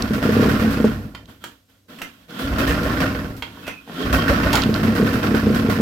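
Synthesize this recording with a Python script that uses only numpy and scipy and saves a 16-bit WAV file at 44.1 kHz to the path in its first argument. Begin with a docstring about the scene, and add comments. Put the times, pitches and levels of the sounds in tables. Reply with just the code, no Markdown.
"""In a workshop a twin two-stroke snowmobile, hood off, idles raggedly close to two microphones and stalls.
The recoil starter is pulled in vain, the rope rattling in its guide, and its handle snaps home.
A second pull spins the crank, the handle and tools knock hard, and the engine catches with uneven bangs.
Gas pulses ring the exhaust, piston strokes pump the airbox and shake the chassis; random metal taps
make the clatter of clutch and casing, filtered noise the belt hiss, and short noise blows the knocks."""
import sys
import numpy as np
from scipy import signal
from scipy.fft import rfft, irfft
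from scipy.io import wavfile
from scipy.ndimage import uniform_filter1d

SR = 44100
rng = np.random.default_rng(int(sys.argv[2]) if len(sys.argv) > 2 else 0)


def generate_wav(signal):
    """Clip the signal to [-1, 1] and save it as 16-bit WAV at the path in sys.argv[1]."""
    frames = np.transpose(np.atleast_2d(signal))
    scaled = np.clip(frames, -1, 1) * 32767
    pcm = np.round(scaled).astype(np.int16)
    wavfile.write(sys.argv[1], SR, pcm)


N = 256220
T = np.arange(N) / SR
RING_T = T[:16384]  # time axis of one short event

# Levels in the tables are relative: each source trims its own mix.
# still air of the workshop: (frequency [Hz], level [dB])
SHOP_AIR = [(18, -29), (30, -12), (512, -6), (1010, -17.5), (5450, -15.5), (10200, -21.5), (12600, -16),
            (16000, -30.5)]
# crank speed, behind throb, drone and clatter: (time [s], piston strokes [1/s])
CRANK_SPEED = [(0, 30.6), (.2, 23.7), (.45, 39.2), (.62, 34.1), (.86, 28.8), (.97, 16.1), (1.14, 8.3),
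               (1.38, 4), (1.62, 1.9), (2.405, 2.8), (2.45, 21.4), (2.65, 25.96), (3.03, 25.9), (3.22, 19),
               (3.48, 6.9), (3.8, 2.75), (4.015, 4.5), (4.06, 23.7), (4.35, 27.15), (4.7, 31.9),
               (5.81, 31.64)]
# how strongly the engine's running sound is present: (time [s], amount [0-1])
RUNNING_AMOUNT = [(0, 0.7), (.87, 0.85), (.95, 0.37), (4.56, 0.24), (4.68, 0.92), (5.81, 1)]
# strokes that fail to burn: (time [s], dip [dB])
MISFIRE_DIPS = [(.09, -11), (.595, -4.5), (4.795, -3.5), (4.945, -3), (5.112, -4), (5.22, -11), (5.272, -3),
                (5.41, -6), (5.745, -5)]
# the crank jerks, throws slack parts and rubs the belt: (time [s], extra clatter [dB], extra hiss [dB])
CRANK_JERKS = [(0.133, 8, 9.5), (0.227, 10, 8), (.32, 1, 5), (0.411, 0.5, 3.5), (.49, 1, 5), (.595, 2.5, 5),
               (.705, 3, 6), (.844, 3.5, 2.5), (2.39, 1.5, 7), (2.584, 9.5, 11), (2.674, 4, 7),
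               (2.83, 1.5, 4.5), (2.91, 1.5, 2), (3.003, 9, 7), (3.19, 3, -0.5), (3.365, -1, 9),
               (4.128, 13, 14.5), (4.28, 9.5, 8.5), (4.434, 2, 2.5), (4.748, 6, 5), (4.831, 5.5, 6),
               (4.952, 8.5, 8.5), (5.06, 7, 7), (5.13, 3.5, 7), (5.23, 9, 6.5), (5.347, 8.5, 7.5),
               (5.545, 9, 10), (5.698, 9.5, 11.5)]
# the rope runs out or winds back: (start [s], end [s], start level [dB], end level [dB])
ROPE_TRAVEL = [(1.27, 1.3, -55, -50), (1.402, 1.457, -61, -48), (1.68, 1.785, -64, -73.5),
               (1.88, 2.07, -48, -49), (2.12, 2.23, -71, -60), (2.278, 2.428, -49, -31.5),
               (3.44, 3.706, -53.5, -43.5), (3.767, 3.869, -70, -57), (3.867, 4.027, -51.5, -29.5)]
# dull chassis bumps as the crank rocks back or the rope takes up: (time [s], level [dB])
CHASSIS_BUMPS = [(1.297, -26), (1.44, -26), (2.011, -24), (3.68, -16), (3.876, -22), (3.886, -25),
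                 (3.896, -15), (3.906, -22)]
# hood-less chassis, shaken by the engine: (frequency [Hz], width [Hz], level [dB])
CHASSIS_MODES = [(179.2, 25, -1), (224.8, 49, 1), (266.1, 13.6, 5), (472.7, 17, -6.5), (595, 17, -8.5)]
# taut rope squeaking and groaning in its guide:
# (start [s], end [s], level [dB], start frequency [Hz], end frequency [Hz])
ROPE_SQUEAKS = [(3.634, 3.754, -40.5, 2610, 2570), (3.962, 4.018, -39, 3130, 3210),
                (3.97, 4.039, -27.5, 225.9, 286), (3.985, 4.038, -29, 400, 440),
                (4.166, 4.205, -30.5, 3200, 3170)]
# dry snaps close to the microphones: (time [s], peak level [dB], lower edge [Hz], upper edge [Hz])
CLOSE_SNAPS = [(0.0225, -9, 3200, 6100), (1.257, -36, 2900, 6500), (4.5544, -5.5, 2000, 7500),
               (4.6197, -10, 3600, 5330), (4.6367, -10.5, 2580, 5060), (4.7418, -9.5, 2720, 6050)]
# starter handle and loose tools knocking:
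# (time [s], level [dB], lower edge [Hz], upper edge [Hz], chatter decay [s])
HANDLE_KNOCKS = [(1.148, -25, 600, 4340, 0.0055), (1.4392, -24.5, 494, 7350, 0.0062),
                 (2.307, -31, 905, 6080, 0.0012), (3.4226, -16.5, 555, 3700, 0.0062),
                 (3.571, -30.5, 391, 1300, .006), (3.679, -30, 500, 2600, .02),
                 (4.5291, -12, 600, 7050, 0.0088), (4.534, -8.5, 403, 1070, 0.03),
                 (4.555, -12.5, 800, 7500, 0.0064), (4.569, -15.5, 700, 5500, 0.011),
                 (4.62, -16, 2690, 4700, .008)]
# extra tone tilt laid over the band-limited knocks and their ringing: (frequency [Hz], level [dB])
KNOCK_TILT = [(150, 27.5), (600, 8.5), (950, 14), (2200, 10.5), (3300, 6.5), (5500, 4), (7500, -3.5),
              (10000, 5.5), (16000, 21)]
# steel tools ringing when knocked: (frequency [Hz], width [Hz], level over the knock [dB])
TOOL_MODES = [(931, 41, -1.5), (1400, 53, -4), (2640, 110, -4), (3170, 400, -2.5), (4350, 200, -11),
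              (7200, 580, 8.5)]
# starter pawls clinking on their steel cup: (time [s], level [dB])
PAWL_CLINKS = [(1.986, -34.5), (2.016, -22), (2.673, -23), (2.692, -21), (2.72, -27), (3.666, -30.5),
               (3.677, -23.5)]
# tone tilt of the pawl contacts: (frequency [Hz], level [dB])
CLINK_TILT = [(60, 20.0), (200, 22.0), (1500, 17), (3000, 4.5), (6000, 5.5), (15000, -3.0)]
# starter cup: (frequency [Hz], width [Hz], level over the contact noise [dB])
CUP_MODES = [(2065, 60.7, 12.5), (2460, 10, 17), (2640, 280, 17), (5896, 25, 9), (7741, 13, 13),
             (9600, 30, 6), (11600, 43, 16), (13610, 48, 18)]
# where loose parts ring when they strike: (frequency [Hz], level [dB])
LOOSE_PART_MODES = [(1100, -1.5), (1385, 3.5), (1510, 1.5), (1780, -2), (2620, -9)]
# clutch and casing, tone of the rattle: (frequency [Hz], level [dB])
CASING_COLOUR = [(250, -17), (500, -5.5), (850, -10.5), (1080, 5.5), (1230, 2.5), (1420, 5.5), (2200, -4),
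                 (2650, -5), (4000, -13), (5400, -12.5), (6600, -23.5), (16000, -53.5)]
# panels and casing ringing with the rattle: (frequency [Hz], width [Hz], level over the rattle [dB])
CASING_MODES = [(476, 24, 14), (604, 44, 8.5), (692, 42, 6), (1379, 7.6, -2), (1864, 12, 1), (2670, 14, -4),
                (3160, 18, 2.5)]
# rubbing belt and clutch: (frequency [Hz], level [dB])
BELT_COLOUR = [(1500, 4.5), (7000, -3.5), (10500, -6.5), (12700, 2), (16000, -8)]
# hardest gulps of the cranked engine: (time [s], honk level [dB], thump level [dB])
INTAKE_GULPS = [(2.455, -31, -22), (2.527, -42, -17), (2.618, -23.5, -22), (2.708, -24, -15),
                (2.864, -21.5, -19), (3.045, -26, -30), (4.068, -30, -20), (4.135, -28, -15),
                (4.168, -21.5, -17), (4.313, -15, -13.5), (4.468, -17.5, -16)]
# airbox and belly pan, pumped by the pistons: (frequency [Hz], width [Hz], level [dB])
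AIRBOX_MODES = [(64.7, 10, 6), (97.2, 10.7, 8)]
# single bangs or evenly spaced runs of bangs:
# (one end [s], other end [s], level at the one end [dB], level at the other end [dB])
BANG_RUNS = [(0.109, .11, -16, -17), (0.131, 0.165, -26, -18.5), (0.2549, .2935, -13, -9.5),
             (.33, .33, -19, -17), (.369, .4567, -9, -11), (.485, .5395, -16, -22),
             (0.6187, .674, -16.5, -18.5), (0.7758, .8041, -19.5, -13.5), (0.8454, .8457, -5, -5.5),
             (0.8944, .8944, -17.5, -17), (.968, 0.91, -28.5, -27), (1.055, 1.056, -32.5, -26),
             (4.661, 4.694, -15, -12.5), (4.82, 4.883, -20.5, -15), (4.915, 4.974, -22, -26),
             (5.0, 5.0291, -10, -9), (5.059, 5.059, -17, -17), (5.1468, 5.172, -17, -17.5),
             (5.2578, 5.2578, -20, -17), (5.287, 5.345, -17.5, -10), (5.438, 5.438, -18.5, -24),
             (5.47, 5.5041, -9, -11), (5.543, 5.622, -18.5, -25), (5.6494, 5.6891, -14, -12),
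             (5.7776, 5.801, -21, -11.5)]
# exhaust pipe and silencer: (frequency [Hz], width [Hz], level [dB])
PIPE_MODES = [(98.1, 3.4, 25), (134, 42, 15), (217, 13.6, 23.5), (355, 22, 5.5), (430, 32, 12),
              (468, 37, 12.5), (611, 29, 13)]
# placing of the bright sounds: (frequency [Hz], left minus right [dB])
BRIGHT_PAN = [(700, -1), (1290, -2.5), (2380, -7), (4400, -11), (8120, 5.5), (13000, -3.5)]
# left-right difference of the low sounds: (frequency [Hz], level [dB])
LOW_SIDE = [(60, -19.5), (200, -19.0), (400, -7.0), (800, -25.5)]

REFERENCE_SPEED = 25  # strokes per second
# base level at the reference speed (dB), growth (dB per doubling of speed)
THROB_DB, THROB_GROWTH_DB = -25.5, 10
DRONE_DB, DRONE_GROWTH_DB = -22.5, 12
CLATTER_DB, CLATTER_GROWTH_DB = -26.5, 17.5
SETTLE_DB = -12.5  # loose parts rattle less under a full running sound
THROB_LAG_S = 0.0084  # the airbox takes a moment to build up
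STROKE_S = .03  # approximate spacing of bangs in a run
BANG_HZ, BANG_DB, HARDER_HZ_PER_DB = 284, -11, 6.5  # a stronger bang is a shorter pulse
ROPE_ATTACK_S, ROPE_RELEASE_S, ROPE_SHAKE_DB = 0.019, 0.051, 6.5
WHIRR_DB = -6.5  # whirr of the rope guide, relative to its rattle
TOP_HZ = 15950  # upper limit of the microphones


def undb(db):
    """Decibels to gain."""
    return 10 ** (np.asarray(db) / 20)


def power_sum(a_db, b_db):
    """Level of two unrelated sounds together."""
    return 20 * np.log10(np.hypot(undb(a_db), undb(b_db)))


def curve(table):
    """Second column of a table, joined by straight lines in time."""
    times, values = np.transpose(table)
    return np.interp(T, times, values)


def unit(x):
    """Scale to rms 1."""
    return x / np.sqrt(np.mean(x ** 2))


def steady(x, span_s):
    """Scale to about rms 1 over a sliding span, keeping the faster pulses."""
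    power = np.mean(np.atleast_2d(x) ** 2, axis=0)
    size = max(int(span_s * SR), 2)
    smooth = uniform_filter1d(uniform_filter1d(power, size), size)
    return x / np.sqrt(smooth + 1e-6 * power.mean())


def drift(span_s):
    """Smooth chance with a spread of 1, changing over about span_s."""
    size = max(int(span_s * SR), 2)
    return unit(uniform_filter1d(uniform_filter1d(rng.standard_normal(N), size), size))


def colour(x, points):
    """Filter by a curve of (frequency [Hz], level [dB]) points."""
    hz, db = np.transpose(points)
    f = np.maximum(np.fft.rfftfreq(x.shape[-1], 1 / SR), 1)
    gain = undb(np.interp(np.log(f), np.log(hz), db))
    return irfft(rfft(x) * gain, x.shape[-1])


def ring(x, modes):
    """Sum of resonances (frequency [Hz], width [Hz], level [dB])."""
    return sum(undb(db) * signal.lfilter(*signal.iirpeak(hz, hz / width, fs=SR), x)
               for hz, width, db in modes)


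def passband(x, lo_hz, hi_hz, order=2):
    """Keep the band between two edges."""
    edges = [lo_hz, min(hi_hz, SR / 2 - 1)]
    return signal.sosfilt(signal.butter(order, edges, "band", fs=SR, output="sos"), x)


def scatter(x, t60, wet_db):
    """Direct sound plus dense, dying reflections that differ at the two microphones."""
    envelope = undb(-60 * RING_T / t60) * (1 - np.exp(-RING_T / .003))
    tail = rng.standard_normal((2, len(RING_T))) * envelope
    tail /= np.sqrt(np.sum(tail ** 2, axis=1, keepdims=True))
    wet = undb(wet_db)
    reflected = signal.fftconvolve(np.atleast_2d(x), tail, axes=1)[:, :N]
    return (x + wet * reflected) / np.sqrt(1 + wet ** 2)


def add(track, s, sound):
    """Mix a sound in at time s."""
    i = max(int(s * SR), 0)
    track[i:i + len(sound)] += sound[:N - i]


def contact(decay_s):
    """A noisy blow that builds over a tenth of its decay time and chatters out."""
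    bite = 1 - np.exp(-RING_T / (decay_s / 10))
    return rng.standard_normal(len(RING_T)) * bite * np.exp(-RING_T / decay_s)


def strokes(unevenness=.12):
    """One pulse per piston stroke, and the time since the last one; the crank turns unevenly."""
    wander = unit(uniform_filter1d(rng.standard_normal(N), size=1500))
    turns = np.cumsum(curve(CRANK_SPEED) * np.exp(unevenness * wander)) / SR
    pulses = np.diff(np.floor(turns), prepend=0)
    return pulses, T - np.maximum.accumulate(pulses * T)


def jerk_db(jerk_s=0.069, rub_s=0.065):
    """Each jerk lifts the rattling and the hiss (dB), and both then sag."""
    jerks, rubs = np.zeros((2, N))
    for s, clatter_db, hiss_db in CRANK_JERKS:
        add(jerks, s, clatter_db * np.exp(-RING_T / jerk_s))
        add(rubs, s, hiss_db * np.exp(-(RING_T / rub_s) ** 2))
    return jerks, rubs


def misfire_db(width_s=0.019):
    """Dips (dB) in the running sound where strokes fail to burn."""
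    return sum(db * np.exp(-((T - s) / width_s) ** 2) for s, db in MISFIRE_DIPS)


def rope():
    """Levels (dB) of starter rattle and guide whirr: each rope run sets in, changes level and dies away."""
    rattle = np.full(N, 1e-6)
    for start, end, start_db, end_db in ROPE_TRAVEL:
        attack = np.clip((T - start) / ROPE_ATTACK_S, 0, 1)
        release = np.exp(-np.maximum(T - end, 0) / ROPE_RELEASE_S)
        rattle = rattle + attack * release * undb(np.interp(T, [start, end], [start_db, end_db]))
    rattle_db = 20 * np.log10(rattle)
    return rattle_db, rattle_db + WHIRR_DB


def workshop(floor_db=-67):
    """Faint steady air of the room: coloured noise, scattered to both microphones."""
    air = colour(rng.standard_normal(N), SHOP_AIR)
    return undb(floor_db) * unit(scatter(air, 0.22, 0))


def bumps(bump_db=1.0):
    """Short, dull blows ring the chassis."""
    blows = np.zeros(N)
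    for s, db in CHASSIS_BUMPS:
        add(blows, s, undb(db) * contact(0.0028))
    thuds = 2 * ring(blows, CHASSIS_MODES) + 2 * passband(blows, 330, 570, order=1)
    return undb(bump_db) * passband(thuds, 130, 1700)


def squeaks(attack_s=.015, release_s=0.03, waver=0.024, rough_db=4):
    """The rope squeaks or groans in its guide: one rough, sliding tone each time."""
    out = np.zeros(N)
    for start, end, db, start_hz, end_hz in ROPE_SQUEAKS:
        hz = np.interp(T, [start, end], [start_hz, end_hz]) * (1 + waver * drift(0.0019))
        gate = np.clip((T - start) / attack_s, 0, 1) * np.exp(-np.maximum(T - end, 0) / release_s)
        out += undb(db) * gate * np.sin(2 * np.pi * np.cumsum(hz) / SR)
    return scatter(out * undb(rough_db * drift(0.005)), 0.17, -0.5)


def snaps(snap_db=0, decay_s=0.00055):
    """Close, dry snaps: band-limited contact noise with hardly any tail."""
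    out = np.zeros(N)
    for s, db, lo_hz, hi_hz in CLOSE_SNAPS:
        click = passband(contact(decay_s), lo_hz, hi_hz)
        add(out, s, undb(db + snap_db) * click / np.abs(click).max())
    return scatter(out, 0.0079, -4)


def starter(knock_db=-4, clink_db=-10):
    """Blows of the handle and loose tools ring steel; the pawls clink on their resonant cup."""
    knocks, clinks = np.zeros((2, N))
    for s, db, lo_hz, hi_hz, decay_s in HANDLE_KNOCKS:
        add(knocks, s, undb(db) * passband(contact(decay_s), lo_hz, hi_hz))
    for s, db in PAWL_CLINKS:
        add(clinks, s, undb(db) * contact(0.0083))
    knocks = colour(knocks + ring(knocks, TOOL_MODES), KNOCK_TILT)
    clinks = colour(clinks, CLINK_TILT)
    hits = undb(knock_db) * knocks + undb(clink_db) * (clinks + ring(clinks, CUP_MODES))
    return scatter(hits, 0.25, -0.98)


def clanks(level_db, clank_db=-2.0, running_db=-5, per_s=190, spread_db=4, decay_s=0.011, detune=0.03):
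    """Single loose parts strike the casing, each with its own strength and a short ring near a mode."""
    out = np.zeros((2, N))
    t = RING_T[:3000]
    for when, which, size, tune, side in rng.random((int(per_s * N / SR), 5)):
        hz, db = LOOSE_PART_MODES[int(which * len(LOOSE_PART_MODES))]
        strength = undb(db + spread_db * min(-np.log(1 - size), 2))
        part_hz = hz * (1 + detune * (2 * tune - 1))
        note = strength * np.exp(-t / decay_s) * np.sin(2 * np.pi * part_hz * t)
        # the left share may be of either sign
        for channel, share in zip(out, (np.cos(np.pi * side), np.sin(np.pi * side))):
            add(channel, when * N / SR, share * note)
    gain = undb(level_db + clank_db + running_db * curve(RUNNING_AMOUNT))
    return steady(passband(out, 700, 6000), 0.086) * gain


def clatter(age, clatter_db, whirr_db, jerks, rubs, taps_db=-0.5, grain_db=1.0, taps_per_s=1000,
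            chug_s=0.02, bunch_db=0.6, bunch_s=0.016, hiss_db=-23, hiss_slope=0.59,
            rope_hz=3230, rope_width_hz=450):
    """Dense metal taps, in clusters and louder after each stroke, with belt hiss and rope whirr."""
    shape = (3, N)
    sizes = undb(grain_db * np.minimum(rng.exponential(size=shape), 3))
    struck = rng.random(shape) < taps_per_s / SR
    taps = struck * rng.choice([-1, 1], shape) * sizes * (1 + np.exp(-age / chug_s))
    bunches = unit(uniform_filter1d(rng.standard_normal(N), size=max(int(bunch_s * SR), 2)))
    taps = taps * undb(bunch_db * bunches)
    # parts all over the bay rattle: only some reach both microphones alike
    taps = taps[:2] + .4 * taps[2]
    metal = steady(colour(taps + ring(taps, CASING_MODES), CASING_COLOUR), 0.089)
    rubbing = rng.standard_normal((2, N))
    whirr = unit(ring(rubbing, [(rope_hz, rope_width_hz, 0)])) * undb(whirr_db)
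    # the hiss follows the slow swell gently and the jerks sharply
    hiss = unit(colour(rubbing, BELT_COLOUR)) * undb(hiss_db + hiss_slope * clatter_db + rubs)
    return metal * undb(clatter_db + jerks + taps_db) + whirr + hiss


def gulps(hz=560, length_s=0.014, rise_per_s=2.5, waver=0.11, thump_hz=62, thump_s=0.02):
    """A hard gulp heaves the airbox for a few deep cycles; the intake honks, a rough tone bending upward."""
    out = np.zeros(N)
    rough = waver * drift(0.00197)
    for s, honk_db, thump_db in INTAKE_GULPS:
        t = T - s
        pitch = hz * (1 + rise_per_s * np.clip(t, -length_s, length_s) + rough)
        honk = np.exp(-(t / length_s) ** 2) * np.sin(2 * np.pi * np.cumsum(pitch) / SR)
        thump = np.exp(-(t / thump_s) ** 2) * np.cos(2 * np.pi * thump_hz * t)
        out += undb(honk_db) * honk - undb(thump_db) * thump
    return out


def pumping(pulses, age, throb_db, drone_db, gulp_db=0, running_db=-7, running_throb_db=-7.0):
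    """Strokes gulp air through the airbox and shake the chassis; both ease as the running sound grows."""
    running = curve(RUNNING_AMOUNT)
    breath = unit(rng.standard_normal(N) * np.exp(-age / 0.15)) * undb(gulp_db) + unit(pulses)
    air = steady(passband(ring(breath, AIRBOX_MODES), 12, 136), 0.064)
    shake = rng.standard_normal(N) * (.5 + np.exp(-age / 0.016))
    body = steady(passband(ring(shake, CHASSIS_MODES), 100, 790), 0.023)
    throb = air * undb(throb_db + running_throb_db * running)
    return throb + body * undb(drone_db + running_db * running)


def firings():
    """Time and level of each bang; within a run they come evenly and their level moves evenly in dB."""
    for one_s, other_s, one_db, other_db in BANG_RUNS:
        count = int(round(abs(other_s - one_s) / STROKE_S)) + 1
        yield from zip(np.linspace(one_s, other_s, count), np.linspace(one_db, other_db, count))


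def gas_pulse(hz):
    """The pressure swing of one blow-down, centred in 512 samples."""
    u = (np.pi * hz * (np.arange(512) - 256) / SR) ** 2
    return (2 * u - 1) * np.exp(-u)


def pipe(gas, sway_s=0.00048, sway_span_s=0.031):
    """The exhaust rings; its pitch sways with the hot gas inside."""
    late = T - sway_s * drift(sway_span_s)
    return np.interp(late, T, ring(gas, PIPE_MODES))


def exhaust(pulses, age, doublings, idle_db=-34, bang_db=-2.5, direct_db=-2, crack_db=-19,
            weak_hz=260, growth_db=11):
    """Strong bangs stand out of a train of half-burnt strokes; all ring the same pipe."""
    bangs, cracks = np.zeros((2, N))
    for s, db in firings():
        pulse = gas_pulse(BANG_HZ + HARDER_HZ_PER_DB * (db - BANG_DB))
        add(bangs, s - len(pulse) / 2 / SR, undb(db) * pulse)
        add(cracks, s, undb(db) * contact(0.015))
    weak = np.convolve(pulses * undb(1.1 * rng.standard_normal(N)), gas_pulse(weak_hz), "same")
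    gas = passband(rng.standard_normal(N) * np.exp(-age / 0.0092), 150, 440)
    idle = steady(weak + pipe(weak), 0.11) + steady(gas + pipe(gas), 0.12)
    idle_gain = undb(idle_db + growth_db * doublings + misfire_db()) * curve(RUNNING_AMOUNT)
    strong = undb(bang_db) * (undb(direct_db) * bangs + pipe(bangs))
    strong = strong + undb(crack_db) * passband(cracks, 397, 2800, order=1)
    return strong + idle * idle_gain


def scene(shake_share=0.65):
    """Crank speed drives the engine; bass fills the bay evenly, bright metal lies mostly to the right."""
    doublings = np.log2(np.maximum(curve(CRANK_SPEED), 1) / REFERENCE_SPEED)
    pulses, age = strokes()
    jerks, rubs = jerk_db()
    rope_db, whirr_db = rope()

    throb_db = THROB_DB + THROB_GROWTH_DB * np.interp(T - THROB_LAG_S, T, doublings)
    drone_db = power_sum(DRONE_DB + DRONE_GROWTH_DB * doublings, rope_db + ROPE_SHAKE_DB)
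    drone_db = drone_db + shake_share * jerks + misfire_db() / 2
    engine_rattle_db = CLATTER_DB + CLATTER_GROWTH_DB * doublings + SETTLE_DB * curve(RUNNING_AMOUNT)
    clatter_db = power_sum(engine_rattle_db, rope_db)

    low = bumps() + gulps() + pumping(pulses, age, throb_db, drone_db) + exhaust(pulses, age, doublings)
    left, right = scatter(low, 0.078, -2.5)
    # long waves reach both microphones alike
    side = colour(left - right, LOW_SIDE)

    bright = squeaks() + snaps() + starter() + clanks(clatter_db + jerks)
    bright = bright + clatter(age, clatter_db, whirr_db, jerks, rubs)
    placed = [colour(x, [(hz, sign * db / 2) for hz, db in BRIGHT_PAN])
              for x, sign in zip(bright, (1, -1))]
    return workshop() + np.array([low + side, low - side]) + np.array(placed)


def record(dry):
    """The microphones round the loudest peaks and cut the top."""
    rounded = np.tanh(dry)
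    return signal.sosfilt(signal.ellip(10, .2, 80, TOP_HZ, fs=SR, output="sos"), rounded)


dry = scene()
out = record(dry)
generate_wav(out)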